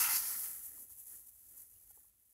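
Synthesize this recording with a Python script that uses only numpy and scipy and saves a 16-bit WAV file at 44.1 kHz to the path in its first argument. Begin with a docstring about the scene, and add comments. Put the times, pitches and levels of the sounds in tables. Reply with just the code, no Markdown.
"""A plastic gripper is pressed and twisted into car floor carpet, heard close up.
At first pile fibres slip in a bright dense crackle, teeth scratch and the body rings, over a dull rub.
Then the rubbing fades to small twists, with a few dull knocks and, later, single fibre snaps.
Cabin rumble and faint hiss lie beneath throughout. Crackle, scratch, rub and rumble are shaped noise;
the body is noise clicks through resonances, and the knocks are short decaying sines."""
import sys
import numpy as np
from scipy import signal
from scipy.fft import rfft, irfft, next_fast_len
from scipy.io import wavfile

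SR = 44100
rng = np.random.default_rng(int(sys.argv[2]) if len(sys.argv) > 2 else 0)


def bounce(signal):
    """Save signal as a 16-bit WAV file at the path given by the first command-line argument."""
    frames = np.transpose(np.atleast_2d(signal))
    limited = np.clip(frames, -1, 1)
    pcm = np.round(limited * 32767).astype(np.int16)
    wavfile.write(sys.argv[1], SR, pcm)


N = 102797  # samples

# Course of the rubbing: t/s, fibre crackle level/dB, teeth scratch level/dB, gripper body level/dB,
# dull rub through the floor level/dB
RUBBING = [(0.0, -29, -39.5, -41, -62), (0.036, -30.5, -38.5, -41.5, -66.5),
           (0.056, -33, -43.5, -40.5, -68.5), (0.082, -35.5, -44, -45.5, -67), (0.1, -34, -44.5, -42, -67),
           (0.17, -30.5, -38, -46, -66), (0.186, -34.5, -44, -50, -79), (0.216, -39.5, -49.5, -54, -72),
           (0.28, -38.5, -49.5, -54, -71.5), (0.41, -40, -56.5, -61.5, -72.5),
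           (0.454, -40, -57.5, -58, -73), (0.52, -44, -64.5, -66, -74), (0.62, -49, -73, -74.5, -81),
           (0.662, -45, -75, -76.5, -82), (0.73, -53.5, -78, -77.5, -75.5), (0.786, -51, -74, -79, -74.5),
           (0.828, -50.5, -82, -81, -72), (0.874, -60, -89, -89, -86.5), (0.922, -52.5, -76, -85, -81.5),
           (0.948, -58, -85, -87, -89), (0.998, -50, -87, -89, -85.5), (1.046, -58.5, -85, -86, -91.5),
           (1.072, -50.5, -77, -83.5, -82), (1.144, -50, -76, -73.5, -79.5), (1.18, -53, -77, -82.5, -80),
           (1.245, -60, -89, -89, -89), (1.29, -56, -81, -89, -84), (1.314, -61.5, -90, -92, -90),
           (1.45, -59.5, -81, -88, -89), (1.5, -58, -83, -85, -83.5), (1.564, -55.5, -82, -82, -82),
           (1.606, -53.5, -76, -82.5, -81.5), (1.682, -62, -88, -91, -87.5), (1.89, -62.5, -84, -91, -88.5),
           (1.91, -55.5, -85, -80, -89), (1.93, -65.5, -85, -92, -88), (1.96, -59, -95, -87, -91),
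           (1.98, -61, -92, -96, -76), (2.0, -60.5, -93, -88, -84), (2.05, -64, -92, -94, -92),
           (2.14, -72.5, -100, -103, -93), (2.33, -68, -91, -100, -93.5)]
# Colour of the fibre crackle: f/Hz, relative level/dB (per Hz)
FIBRE_COLOUR = [(350, -46.5), (700, -19), (1500, -27.5), (3000, -24.5), (4800, -27), (6000, -13.5),
                (7500, -6.5), (8800, -6), (9600, -3), (10500, 2), (11500, 4), (12500, 1), (13300, -1.5),
                (14600, -0.5), (15700, -6.5), (17000, -12.5)]
# Single fibres letting go: t/s, burst level/dB
FIBRE_SNAPS = [(1.226, -61), (1.268, -54), (1.289, -53.5), (1.4865, -56), (1.51, -54), (1.578, -51),
               (1.584, -53), (1.712, -58), (1.902, -55.5), (1.945, -62.5), (2.2217, -65)]
# Colour of the teeth on the pile: f/Hz, relative level/dB (per Hz)
SCRATCH_COLOUR = [(3000, -21.5), (3900, -10.5), (4300, -3.5), (5000, -1), (5500, 0), (6500, 0),
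                  (7500, -7.5), (9000, -17)]
# Resonances of the gripper: f/Hz, width of each of two passes/Hz, relative level/dB,
# level change per dB of harder rubbing/dB
BODY_MODES = [(888, 244, -5.5, 0.), (987, 170, -2.5, 0.32), (1332, 300, 4, 0.1), (1806, 330, -1, -0.19),
              (2068, 180, -1.5, 0.), (2355, 240, -5, 0), (2670, 240, 2, 0.7), (3020, 790, -4, 0.),
              (3760, 910, -11, 0)]
# Soft knocks: t/s, main ring f/Hz, level/dB, upper ring f/Hz, level/dB, low thump level/dB
# ("upper" is only the second ring; it may lie below the main one)
SOFT_KNOCKS = [(.776, 1200, -68, 1005, -66, -76), (.9, 1310, -76, 980, -73, -80),
               (1.13, 1720, -68, 1380, -77, -78), (1.756, 2830, -77, 2850, -89, -93),
               (1.906, 800, -66, 1410, -77.5, -75), (1.973, 860, -66, 1154, -73, -70.5),
               (2.043, 850, -79, 1080, -79, -88)]
# Colour of the dull rub: f/Hz, relative level/dB (per Hz)
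DULL_COLOUR = [(71, -38.5), (120, -9.5), (210, 1.5), (311, 2), (446, -3.5), (700, -8.5), (910, -30.5),
               (1540, -120)]
# Colour of the cabin rumble: f/Hz, relative level/dB (per Hz)
RUMBLE_COLOUR = [(15, -28), (28, -23.5), (38, -1), (50, 2), (65, 1.5), (80, -4.5), (100, -2.5), (130, -15),
                 (200, -17), (300, -31)]
# Course of the cabin rumble: t/s, level/dB
RUMBLE_COURSE = [(0, -65.5), (.45, -73), (.62, -75), (.86, -78), (.93, -70), (1.05, -77), (1.4, -78.5),
                 (1.58, -74.5), (1.68, -81), (1.75, -74.5), (2.1, -79), (2.33, -91)]

# Slips at mean crackle level; their rate moves this many dB (20 log) per dB of rubbing
MEAN_SLIPS_PER_S, SLIP_RATE_FOLLOWS, SLIP_SPREAD_DB = 8100, 0.48, 2.5
CLUMP_DB, CLUMP_HZ, FLUTTER_DB, FLUTTER_HZ = 0.78, 390, 0.7, 41  # spread and corner of level drift
SNAP_PEAK_S = 0.0016
TEETH_PER_S, TOOTH_SPREAD_DB = 1500, 2.5  # catches for each body resonance
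BODY_WANDER_DB, BODY_WANDER_HZ = 1.52, 12
THUMP_HZ = 474
KNOCK_ATTACK_S, KNOCK_HOLD_S, KNOCK_T60_S = 0.00092, 0.0033, 0.031  # T60 counts from the end of the hold
HISS_DB = -84.5
CUTOFF_HZ = 15740


def fibres(level_db):
    """Pile fibres slip in clumps, packed closer by harder rubbing; snaps are short bursts among them."""
    harder_db = level_db - level_db.mean()
    per_s = MEAN_SLIPS_PER_S * amp(SLIP_RATE_FOLLOWS * harder_db)
    unevenness_db = CLUMP_DB * drift(CLUMP_HZ) + FLUTTER_DB * drift(FLUTTER_HZ)
    slips = grains(per_s, SLIP_SPREAD_DB) * amp(unevenness_db)
    drive = rms_one(slips) * amp(level_db)

    t = np.arange(300) / SR
    snap_shape = (t / SNAP_PEAK_S) * np.exp(1 - t / SNAP_PEAK_S)
    for s, db in FIBRE_SNAPS:
        i = int(s * SR)
        drive[i:i + 300] += amp(db) * rng.standard_normal(300) * snap_shape
    # colouring levels the rms to 1, so the loudness of the drive is put back
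    return colour(drive, FIBRE_COLOUR) * np.sqrt(np.mean(drive ** 2))


def gripper(scratch_db, body_db):
    """Teeth scratch the pile; their catches ring each body resonance, which wanders in level."""
    harder_db = np.maximum(body_db - body_db.max(), -30)  # 0 at the hardest rubbing
    body = np.zeros(N)
    for hz, width, db, follows in BODY_MODES:
        catches = grains(TEETH_PER_S, TOOTH_SPREAD_DB)
        ring = resonance(resonance(catches, hz, width), hz, width)
        mode_db = db + follows * harder_db + BODY_WANDER_DB * drift(BODY_WANDER_HZ)
        body += amp(mode_db) * rms_one(ring)
    scratch = colour(grains(9000, spread_db=0.5), SCRATCH_COLOUR)
    return rms_one(body) * amp(body_db) + scratch * amp(scratch_db)


def knocks():
    """Soft contacts: two rings and a low thump swell, hold briefly and die."""
    out = np.zeros(N + 4000)
    t = np.arange(4000) / SR
    swell = 1 - np.exp(-t / KNOCK_ATTACK_S)
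    decay = amp(-60 * np.maximum(t - KNOCK_HOLD_S, 0) / KNOCK_T60_S)
    for s, hz, db, upper_hz, upper_db, thump_db in SOFT_KNOCKS:
        partials = [(hz, db), (upper_hz, upper_db), (THUMP_HZ, thump_db)]
        ring = sum(amp(d) * np.sin(2 * np.pi * f * t) for f, d in partials)
        i = int(s * SR)
        out[i:i + 4000] += ring * swell * decay
    return out[:N]


def dull_rub(level_db):
    """Rubbing carried through the floor: dense uneven clicks coloured dark."""
    return amp(level_db) * colour(grains(2500, spread_db=2.5), DULL_COLOUR)


def cabin_rumble():
    """Low cabin rumble: coloured noise with a changing level."""
    level_db, = in_time(RUMBLE_COURSE)
    return amp(level_db) * colour(rng.standard_normal(N), RUMBLE_COLOUR)


def hiss():
    """Steady white noise."""
    return amp(HISS_DB) * rng.standard_normal(N)


def amp(db):
    """Decibels to amplitude."""
    return 10 ** (np.asarray(db) / 20)


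def rms_one(x):
    """Scale to rms 1."""
    return x / np.sqrt(np.mean(x ** 2) + 1e-30)


def in_time(rows):
    """Columns of a table as curves in time."""
    s, *columns = np.transpose(rows)
    return [np.interp(np.arange(N) / SR, s, c) for c in columns]


def colour(x, spectrum):
    """Causal (minimum-phase) filter with the given spectrum; rms 1."""
    size = 2 * next_fast_len(N // 2 + 8192)
    hz = np.maximum(np.arange(size // 2 + 1) * SR / size, 1)
    at, db = np.transpose(spectrum)
    log_gain = np.interp(np.log(hz), np.log(at), db) * np.log(10) / 20
    # folding the cepstrum onto positive time makes the phase minimal
    cepstrum = irfft(log_gain, size)
    cepstrum[1:size // 2] *= 2
    cepstrum[size // 2 + 1:] = 0
    response = np.exp(rfft(cepstrum))
    return rms_one(irfft(rfft(x, size) * response, size)[:N])


def drift(corner_hz):
    """Random wander: noise through two equal low-pass poles, rms 1."""
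    r = np.exp(-2 * np.pi * corner_hz / SR)
    noise = rng.standard_normal(N + SR)
    return rms_one(signal.lfilter([1], [1, -2 * r, r * r], noise)[SR:])  # skip the settling second


def grains(per_s, spread_db):
    """Random clicks of uneven size and either sign, equal power at any rate."""
    size = amp(spread_db * np.minimum(rng.exponential(1, N), 5)) * rng.choice([-1, 1], N)
    share = np.clip(per_s / SR, 1e-3, 1)  # chance of a click in each sample
    return rms_one(size * (rng.random(N) < share) / np.sqrt(share))


def resonance(x, hz, width):
    """Two-pole band, gain 1 on top."""
    r = np.exp(-np.pi * width / SR)
    feedback = [1, -2 * r * np.cos(2 * np.pi * hz / SR), r * r]
    return signal.lfilter([(1 - r * r) / 2, 0, (r * r - 1) / 2], feedback, x)


def scene():
    """All sources summed to one channel."""
    fibre_db, scratch_db, body_db, dull_db = in_time(RUBBING)
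    contact = fibres(fibre_db) + gripper(scratch_db, body_db) + knocks()
    background = dull_rub(dull_db) + cabin_rumble() + hiss()
    return (contact + background)[None]


def record(dry):
    """A steep elliptic low-pass cuts the top."""
    low_pass = signal.ellip(14, .3, 60, CUTOFF_HZ, fs=SR, output="sos")  # ripple/dB, stop-band/dB
    return signal.sosfilt(low_pass, dry)


dry = scene()
out = record(dry)
bounce(out)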